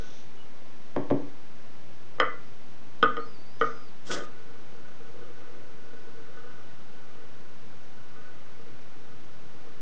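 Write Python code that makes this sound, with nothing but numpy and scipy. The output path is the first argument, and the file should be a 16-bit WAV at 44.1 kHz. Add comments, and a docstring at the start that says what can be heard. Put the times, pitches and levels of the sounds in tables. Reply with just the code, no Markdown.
"""Wooden tops in a dish

A table in a small, quiet room, the microphone close to a turned wooden dish. One spinning top is
stopped with the fingers and put down on the table behind. The next bumps the rim, is stood in the dish
and is rolled off between the palms; each knock rings the wood. It spins with a faint purr, its tip
wandering over the grain. Before the launch, thin whistles come and go, barely audible."""
import sys
import numpy as np
from scipy import signal
from scipy.fft import rfft, irfft, next_fast_len
from scipy.io import wavfile
from scipy.ndimage import uniform_filter1d

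SR = 44100
rng = np.random.default_rng(int(sys.argv[2]) if len(sys.argv) > 2 else 0)


def digitize_waveform(pressure):
    """Quantize a signal to 16-bit integers and store it at the path in sys.argv[1].

    Rows of a 2-D input are taken as channels; values are limited to [-1, 1].
    """
    field = np.atleast_2d(pressure).T
    bounded = np.clip(field, -1, 1)
    quanta = np.round(bounded * 32767).astype(np.int16)
    wavfile.write(sys.argv[1], SR, quanta)


N = 432621
TIME = np.arange(N) / SR
RING_TIME = TIME[:SR // 4]

# Levels are relative within each table; contact_hz is the brightness of a knock.
# still air of the room and microphone hiss: frequency_hz, level_db
AIR_SPECTRUM = [(30, -14), (70, -21), (110, 2), (170, 2), (350, -1), (600, -4.5), (1000, -7.5),
                (2000, -11.5), (3000, -14.5), (4500, -18.5), (6500, -21), (7100, -38.5), (7700, -82.5)]
# fingers slide on a stem: start_s, length_s, level_db
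FINGER_STROKES = [(0, 0.19, -58), (3.59, 0.082, -58.5)]
# hiss of those fingers: frequency_hz, level_db
FINGER_SPECTRUM = [(1500, -17), (3600, 1), (4900, -8), (5900, 2), (6500, -2.5), (7200, -41)]
# modes of the dish, by where it is struck: pitch_hz, t60_s, centre_db, slope_db, rim_db
DISH_MODES = [(248.4, 0.23, -23.5, -28.5, -46), (295, 0.023, -18, -25.5, -24.5),
              (448.5, 0.17, -22.5, -19, -44.5), (511, 0.089, -24, -28, -19.5),
              (594, 0.026, -24, -25, -19.5), (766, 0.053, -31, -35.5, -39.5),
              (965, 0.0096, -28, -40, -19.5), (1104, 0.065, -23, -31, -20),
              (1180, 0.072, -19, -22.5, -18.5), (1233, 0.23, -23.5, -24.5, -27),
              (1268, 0.054, -14, -18.5, -22.5), (1302, .09, -34.5, -33, -23), (1406, 0.065, -26, -24, -21),
              (1486, 0.089, -16, -25, -25.5), (1727, .08, -33, -34, -35), (1797, .05, -36, -44.5, -20.5),
              (1890, .06, -51, -26, -25), (1990, .04, -25.5, -44, -13.5), (2080, 0.027, -45, -43, -27.5),
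              (2230, 0.029, -39, -24.5, -35), (2590, .012, -18.5, -42, -21.5),
              (2985, 0.038, -27, -24.5, -22)]
# modes of a top, by where it is struck: pitch_hz, t60_s, tip_db, flank_db
TOP_MODES = [(3160, 0.018, -17, -20), (3310, 0.009, -17, -29), (3550, 0.017, -24, -51.5),
             (4130, 0.02, -38.5, -33.5), (5070, 0.033, -38, -34.5), (6730, .018, -56.5, -37)]
# modes of the table: pitch_hz, t60_s, level_db
TABLE_MODES = [(135.4, 0.22, -29), (202, 0.06, -27.5), (260, 0.1, -23), (284, 0.12, -22.5),
               (371, 0.11, -24), (450, 0.041, -22.5), (590, 0.034, -16.5), (760, .026, -22),
               (1000, 0.0061, -11.5), (1177, .02, -29), (1566, 0.01, -27), (2220, 0.002, -13.5),
               (3800, .009, -24)]
# the spin slows: time_s, turns_per_s
SPIN_RATE = [(4.2, 31), (9.8, 28)]
# the tip's path in the dish: time_s, outward (0 near the centre, 1 near the rim)
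TIP_PATH = [(4.3, 0.17), (5.0, 0.32), (5.2, 0.53), (5.45, 0.66), (5.8, .15), (6.1, .15), (6.3, 0.34),
            (7.0, 0.55), (8.0, 0.37), (8.6, 0.67), (9.8, 0.26)]
# the second top's low purr over rougher and smoother wood: time_s, level_db
PURR_LEVELS = [(4.25, -61), (4.45, -65), (4.75, -61), (4.93, -80), (5.1, -56), (5.48, -57), (5.72, -59.5),
               (5.92, -65), (6.08, -64), (6.2, -59), (6.48, -59), (6.55, -69), (6.82, -70), (7.2, -63.5),
               (7.4, -70), (7.6, -62.5), (7.88, -74), (8.5, -64), (9.3, -69.5), (9.8, -65)]
# its brighter rub: time_s, level_db
RUB_LEVELS = [(4.25, -63), (4.45, -62.5), (4.9, -60), (5.2, -63.5), (5.48, -54.5), (5.56, -64), (5.72, -66),
              (5.92, -62), (6.16, -65.5), (6.36, -56.5), (6.6, -60), (6.68, -64), (6.87, -66),
              (6.97, -61.5), (7.9, -67), (8.2, -60.5), (8.5, -63), (8.9, -63.5), (9.8, -65)]
# push of the grain on a rolling tip: frequency_hz, level_db
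PURR_SPECTRUM = [(100, -6), (250, -15), (360, 11.5), (430, 0.5), (500, 2.5), (620, -2), (900, -24),
                 (1300, -45.5), (3000, -45)]
# on a rubbing tip: frequency_hz, level_db
RUB_SPECTRUM = [(400, -41), (900, -19), (1240, -15.5), (1460, -6), (1750, -10), (3000, -8), (6000, -21)]
# on a skidding tip: frequency_hz, level_db
SKID_SPECTRUM = [(100, -10), (290, -5), (370, 2), (500, 7.5), (900, -11), (1260, -5), (1600, 4), (2100, -5),
                 (3000, -12), (6000, -26)]
# faint whistles, one curve each: time_s, pitch_hz, level_db
WHISTLE_CURVES = [
    [(0.37, 2950, -64), (0.4, 2920, -60), (0.46, 2850, -71)],
    [(3.19, 4060, -64), (3.208, 4340, -59), (3.255, 4380, -58), (3.27, 4400, -68)],
    [(3.255, 5050, -64), (3.328, 4880, -65), (3.374, 4500, -64), (3.41, 4630, -61), (3.47, 4560, -65.5),
     (3.56, 5040, -64.5), (3.66, 4920, -65), (3.71, 5040, -63), (3.85, 4890, -64), (3.89, 4500, -61)],
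]
# blows on the table: start_s, level_db, contact_hz, top_ring_db
TABLE_BLOWS = [(0.9633, -2, 1390, -21), (1.1023, -10, 2800, -29), (1.1089, 4, 673, -28.5)]
# knocks on the dish, the loud ones followed about 10 ms later by a close echo:
# start_s, level_db, contact_hz, place (0 centre, 1 rim), top_ring_db, crack_db
DISH_KNOCKS_AND_ECHOES = [(2.184, -20.5, 890, 1, -14, -22), (2.2000, -1.5, 5200, 0.97, 6, -17),
                          (2.21, -6.5, 2400, 0.55, -4, -24), (3.027, 0.5, 2500, 0.048, 7, -15.5),
                          (3.0367, -10.5, 3000, 0, 3, -12.5), (3.168, -13, 2400, 0.59, 3, -11),
                          (3.1782, -11.5, 716, 0.085, -10, -23), (3.6116, 0, 1900, 0.57, -8, -11.5),
                          (3.6211, -15.5, 2800, 0.84, -9, -10), (4.101, -22, 2400, 0.23, -14, -14),
                          (4.107, -23, 2400, 0, -13, -20), (4.1150, -18.5, 3400, 0.67, 1, 11.5),
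                          (4.1572, -26, 1970, 0.97, -18, -10), (4.1635, -25.5, 2500, 1, -15, -7),
                          (4.188, -30, 1400, .3, -8, -5), (4.205, -21.5, 1100, 0.48, 12, -4),
                          (4.235, -28, 1700, .5, -6, -19)]
# the spinning tip hops and lands softly in the hollow: start_s, level_db, contact_hz
TIP_HOPS = [(4.537, -35, 500), (4.768, -31, 500), (5.001, -26, 500), (5.141, -30, 600), (5.219, -35, 700),
            (5.284, -34, 600), (5.429, -39, 2510), (5.452, -44, 2500), (5.9303, -25, 500),
            (6.068, -26, 500), (6.267, -37, 2500), (6.371, -36, 1800), (6.44, -28, 700), (6.477, -34, 600),
            (6.5814, -36, 2500), (8.1604, -37, 3000), (8.595, -27, 450), (9.54, -31, 500),
            (9.672, -29, 500)]
# the palms meet, slide and flick the stem away: start_s, length_s, level_db
PALM_STROKES = [(4.05, 0.2, -53.5), (4.067, 0.12, -49.5), (4.106, 0.042, -37.5)]
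# skin sliding on skin: frequency_hz, level_db
PALM_SPECTRUM = [(50, -8), (110, 6.5), (400, 8.5), (900, -4.5), (1700, 1), (2400, -10), (3300, 4),
                 (4200, -3), (5200, 1.5), (6800, -1.5), (8200, -10), (9400, -21)]
# the tip skids at the launch: start_s, length_s, level_db
SKID_STROKES = [(4.093, 0.017, -37), (4.152, 0.043, -41.5)]
# first reflections from the table and walls: delay_s, gain
REFLECTIONS = [(.0041, 0.22), (.017, 0.28), (0.0301, .18), (.05, 0.081)]
# decay of the room: frequency_hz, t60_s
ROOM_DECAY = [(120, 0.23), (300, 0.55), (600, 0.28), (1300, 0.37), (3000, 0.3), (7000, 0.51)]


def amp(db):
    """Decibels to gain."""
    return 10 ** (np.asarray(db) / 20)


def unit(x):
    """Scales to an rms of 1."""
    return x / np.sqrt(np.mean(x ** 2) + 1e-20)


def at_hz(points, hz):
    """Reads a table on a log-frequency axis."""
    frequencies, values = np.transpose(points)
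    return np.interp(np.log(hz + 1), np.log(frequencies + 1), values)


def swell(rows):
    """Gain over time from (time_s, level_db) rows, silent outside them."""
    s, db = np.transpose(rows)
    return amp(np.interp(TIME, s, db)) * (TIME >= s[0]) * (TIME <= s[-1])


def strokes(rows, attack_s, release_s):
    """Gain over time of sliding contacts: each rises, holds, then falls 60 dB in release_s."""
    gain = np.zeros(N)
    for start_s, length_s, db in rows:
        rise = np.clip((TIME - start_s) / attack_s, 0, 1)
        gain += rise * amp(db - 60 * np.maximum(TIME - start_s - length_s, 0) / release_s)
    return gain


def add(mix, start_s, sound):
    """Mixes a sound in at start_s."""
    part = mix[round(start_s * SR):][:len(sound)]
    part += sound[:len(part)]


def colour(x, spectrum):
    """Gives noise a spectrum, at an rms of 1."""
    size = next_fast_len(N)
    gain = amp(at_hz(spectrum, np.fft.rfftfreq(size, 1 / SR)))
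    return unit(irfft(rfft(x, size) * gain, size)[:N])


def drift(hz):
    """A random wavering of rms 1, changing hz times a second."""
    knots = rng.standard_normal(N // 20)
    return unit(np.interp(TIME * hz, np.arange(len(knots)), knots))


def grit(per_s, spread_db):
    """Tiny random contacts of uneven size."""
    size = amp(spread_db * np.minimum(rng.exponential(1, N), 4)) * rng.choice([-1, 1], N)
    return unit(size * (rng.random(N) < per_s / SR))


def soften(x, hz, order=2):
    """Leaves out the treble."""
    return signal.sosfilt(signal.butter(order, hz, fs=SR, output="sos"), x)


def radiate(x, hz):
    """A small body hardly moves the air at low pitch."""
    return signal.sosfilt(signal.butter(2, hz, "high", fs=SR, output="sos"), x)


def ring(modes, group=1):
    """Wood's answer to one tap: dying sines, neighbouring groups starting in opposite directions."""
    return sum((-1) ** (k // group) * amp(db - 60 * RING_TIME / t60) * np.sin(2 * np.pi * hz * RING_TIME)
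               for k, (hz, t60, db) in enumerate(modes))


def struck(modes, place, group=3):
    """A body's ring; the place struck, 0-1 across the level columns, decides which modes are fed."""
    fed = [(hz, t60, np.interp(place, np.linspace(0, 1, len(levels)), levels))
           for hz, t60, *levels in modes]
    return ring(fed, group)


def excite(force, response):
    """A body or a room rung by a signal."""
    return signal.oaconvolve(force, response)[:N]


def room_tone(air_db=-52.5, hum_hz=111.8, hum_db=-63.5):
    """Still air and microphone hiss, with a weak hum that wavers."""
    pitch = hum_hz + 3 * drift(hz=25.9)
    hum = np.sin(2 * np.pi * np.cumsum(pitch) / SR) * amp(2 * drift(hz=4.6))
    return amp(air_db) * colour(rng.standard_normal(N), AIR_SPECTRUM) + amp(hum_db) * unit(hum)


def fingers():
    """Dry fingertips hiss as they slide on a stem."""
    hiss = colour(rng.standard_normal(N), FINGER_SPECTRUM)
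    return strokes(FINGER_STROKES, attack_s=0.0081, release_s=0.49) * hiss


def spinning_tip(brake_db_per_s=123):
    """The tip rolls and rubs over the grain, pressing harder once a turn; its path colours the ring."""
    turns = np.cumsum(np.interp(TIME, *np.transpose(SPIN_RATE))) / SR
    pressure = amp(5.6 * np.sin(2 * np.pi * turns) + 1.5 * drift(hz=18))
    bumps = pressure * grit(per_s=900, spread_db=3)
    outward = np.interp(TIME, *np.transpose(TIP_PATH))
    wood = excite(bumps * (1 - outward), struck(DISH_MODES, place=0.09))
    wood += excite(bumps * outward, struck(DISH_MODES, place=0.93))
    braked = amp(-57 - brake_db_per_s * TIME)  # the first top dies away under the fingers
    purr = (braked + amp(0.5) * swell(PURR_LEVELS)) * colour(wood, PURR_SPECTRUM)
    rub = (braked + amp(-2.5) * swell(RUB_LEVELS)) * colour(wood, RUB_SPECTRUM)
    return purr + rub


def whistle(curve, jitter=0.012):
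    """One thin tone, unsteady in pitch and level."""
    s, hz, db = np.transpose(curve)
    pitch = np.interp(TIME, s, hz) * (1 + jitter * drift(hz=746))
    gain = amp(-1.5 + 2.2 * drift(hz=92.6)) * swell(np.c_[s, db])
    return gain * unit(np.sin(2 * np.pi * np.cumsum(pitch) / SR))


def table_knocks():
    """A top lands on its tip behind the dish, then settles with a heavier thud."""
    out, table = np.zeros(N), ring(TABLE_MODES)
    click = top_ring(place=0) + crack(db=-7.5)
    for start_s, db, contact_hz, top_db in TABLE_BLOWS:
        thud = radiate(soften(table, contact_hz), hz=90)  # a longer contact is duller
        add(out, start_s, amp(db) * (thud + amp(top_db) * click))
    return soften(out, hz=6900, order=16)


def top_ring(place):
    """A top's stem and body ring from a knock on its tip (0) or flank (1)."""
    return radiate(struck(TOP_MODES, place, group=1), hz=1790)


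def crack(db, decay_s=0.00008):
    """The pressure spike of hard wood meeting wood."""
    age = RING_TIME / decay_s
    return amp(db) * (1 - age) * np.exp(-age)


def dish_knocks(hop_place=0.35, hop_top_db=-13, hop_crack_db=-15):
    """Knocks and hops ring top and dish and thud into the table; loud knocks have a close echo."""
    out = np.zeros(N)
    thud = amp(-7.5) * soften(ring(TABLE_MODES), hz=204)
    hops = [(*hop, hop_place, hop_top_db, hop_crack_db) for hop in TIP_HOPS]
    for start_s, db, contact_hz, place, top_db, crack_db in DISH_KNOCKS_AND_ECHOES + hops:
        dish = radiate(soften(struck(DISH_MODES, place) + crack(crack_db), contact_hz), hz=300)
        table = amp(-4 * place) * thud  # a sideways knock at the rim hardly loads the table
        top = amp(top_db) * soften(top_ring(place), contact_hz, order=1)
        add(out, start_s, amp(db) * (dish + table + top))
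    return soften(out, hz=7140, order=16)  # the knocks' treble is cut off above about 7 kHz


def palms():
    """The palms roll the stem away: dry skin hisses with tiny slips."""
    slips = colour(grit(per_s=5400, spread_db=2.5), PALM_SPECTRUM)
    return strokes(PALM_STROKES, attack_s=0.0057, release_s=0.045) * slips


def skids():
    """At the launch the tip scrapes across the grain, ringing dish and table."""
    wood = struck(DISH_MODES, place=0.3) + amp(7.5) * ring(TABLE_MODES)
    scrape = colour(excite(grit(per_s=1500, spread_db=3), wood), SKID_SPECTRUM)
    return strokes(SKID_STROKES, attack_s=0.008, release_s=0.094) * scrape


def diffuse_tail(smooth_hz=35, length_s=0.7):
    """The room's tail: noise that dies band by band, with no pitch much favoured."""
    hz, t, bands = signal.stft(rng.choice([-1., 1.], SR), SR, nperseg=256)
    bands = bands * amp(-60 * t / at_hz(ROOM_DECAY, hz)[:, None])
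    spectrum = rfft(signal.istft(bands, SR, nperseg=256)[1][:SR])
    even = spectrum / np.sqrt(uniform_filter1d(abs(spectrum) ** 2, smooth_hz))
    return irfft(even, SR) * (TIME[:SR] < length_s)


def room(x, tail_db, near_s, near_db, wall_hz=2500, echo_hz=3000, onset_s=0.0048):
    """An echo from the nearest wall and weaker ones, then a tail whose treble the walls swallow."""
    tail = diffuse_tail() * np.minimum(TIME[:SR] / onset_s, 1) ** 2
    tail = amp(tail_db) * soften(tail / np.linalg.norm(tail), wall_hz, order=3)
    echoes = np.zeros(SR)
    for delay_s, gain in REFLECTIONS + [(near_s, amp(near_db))]:
        echoes[round(delay_s * SR)] += gain
    return x + excite(x, tail + soften(echoes, echo_hz))


def scene():
    """The dish is close to the microphone; the table behind it carries a little more of the room."""
    close = dish_knocks() + palms() + fingers() + spinning_tip() + skids()
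    close += sum(whistle(curve) for curve in WHISTLE_CURVES)
    front = room(close, tail_db=-2.5, near_s=0.0088, near_db=-10.5)
    behind = room(table_knocks(), tail_db=-2, near_s=0.0112, near_db=-11)
    return (front + behind + room_tone())[None]


def record(dry):
    """A small mono camera microphone with a steady offset and a narrow band."""
    offset, edge_hz = -0.0687, 9400
    lowpass = signal.firwin(511, edge_hz, window=("kaiser", 9), fs=SR)
    return signal.oaconvolve(dry + offset, lowpass[None], "same")


dry = scene()
out = record(dry)
digitize_waveform(out)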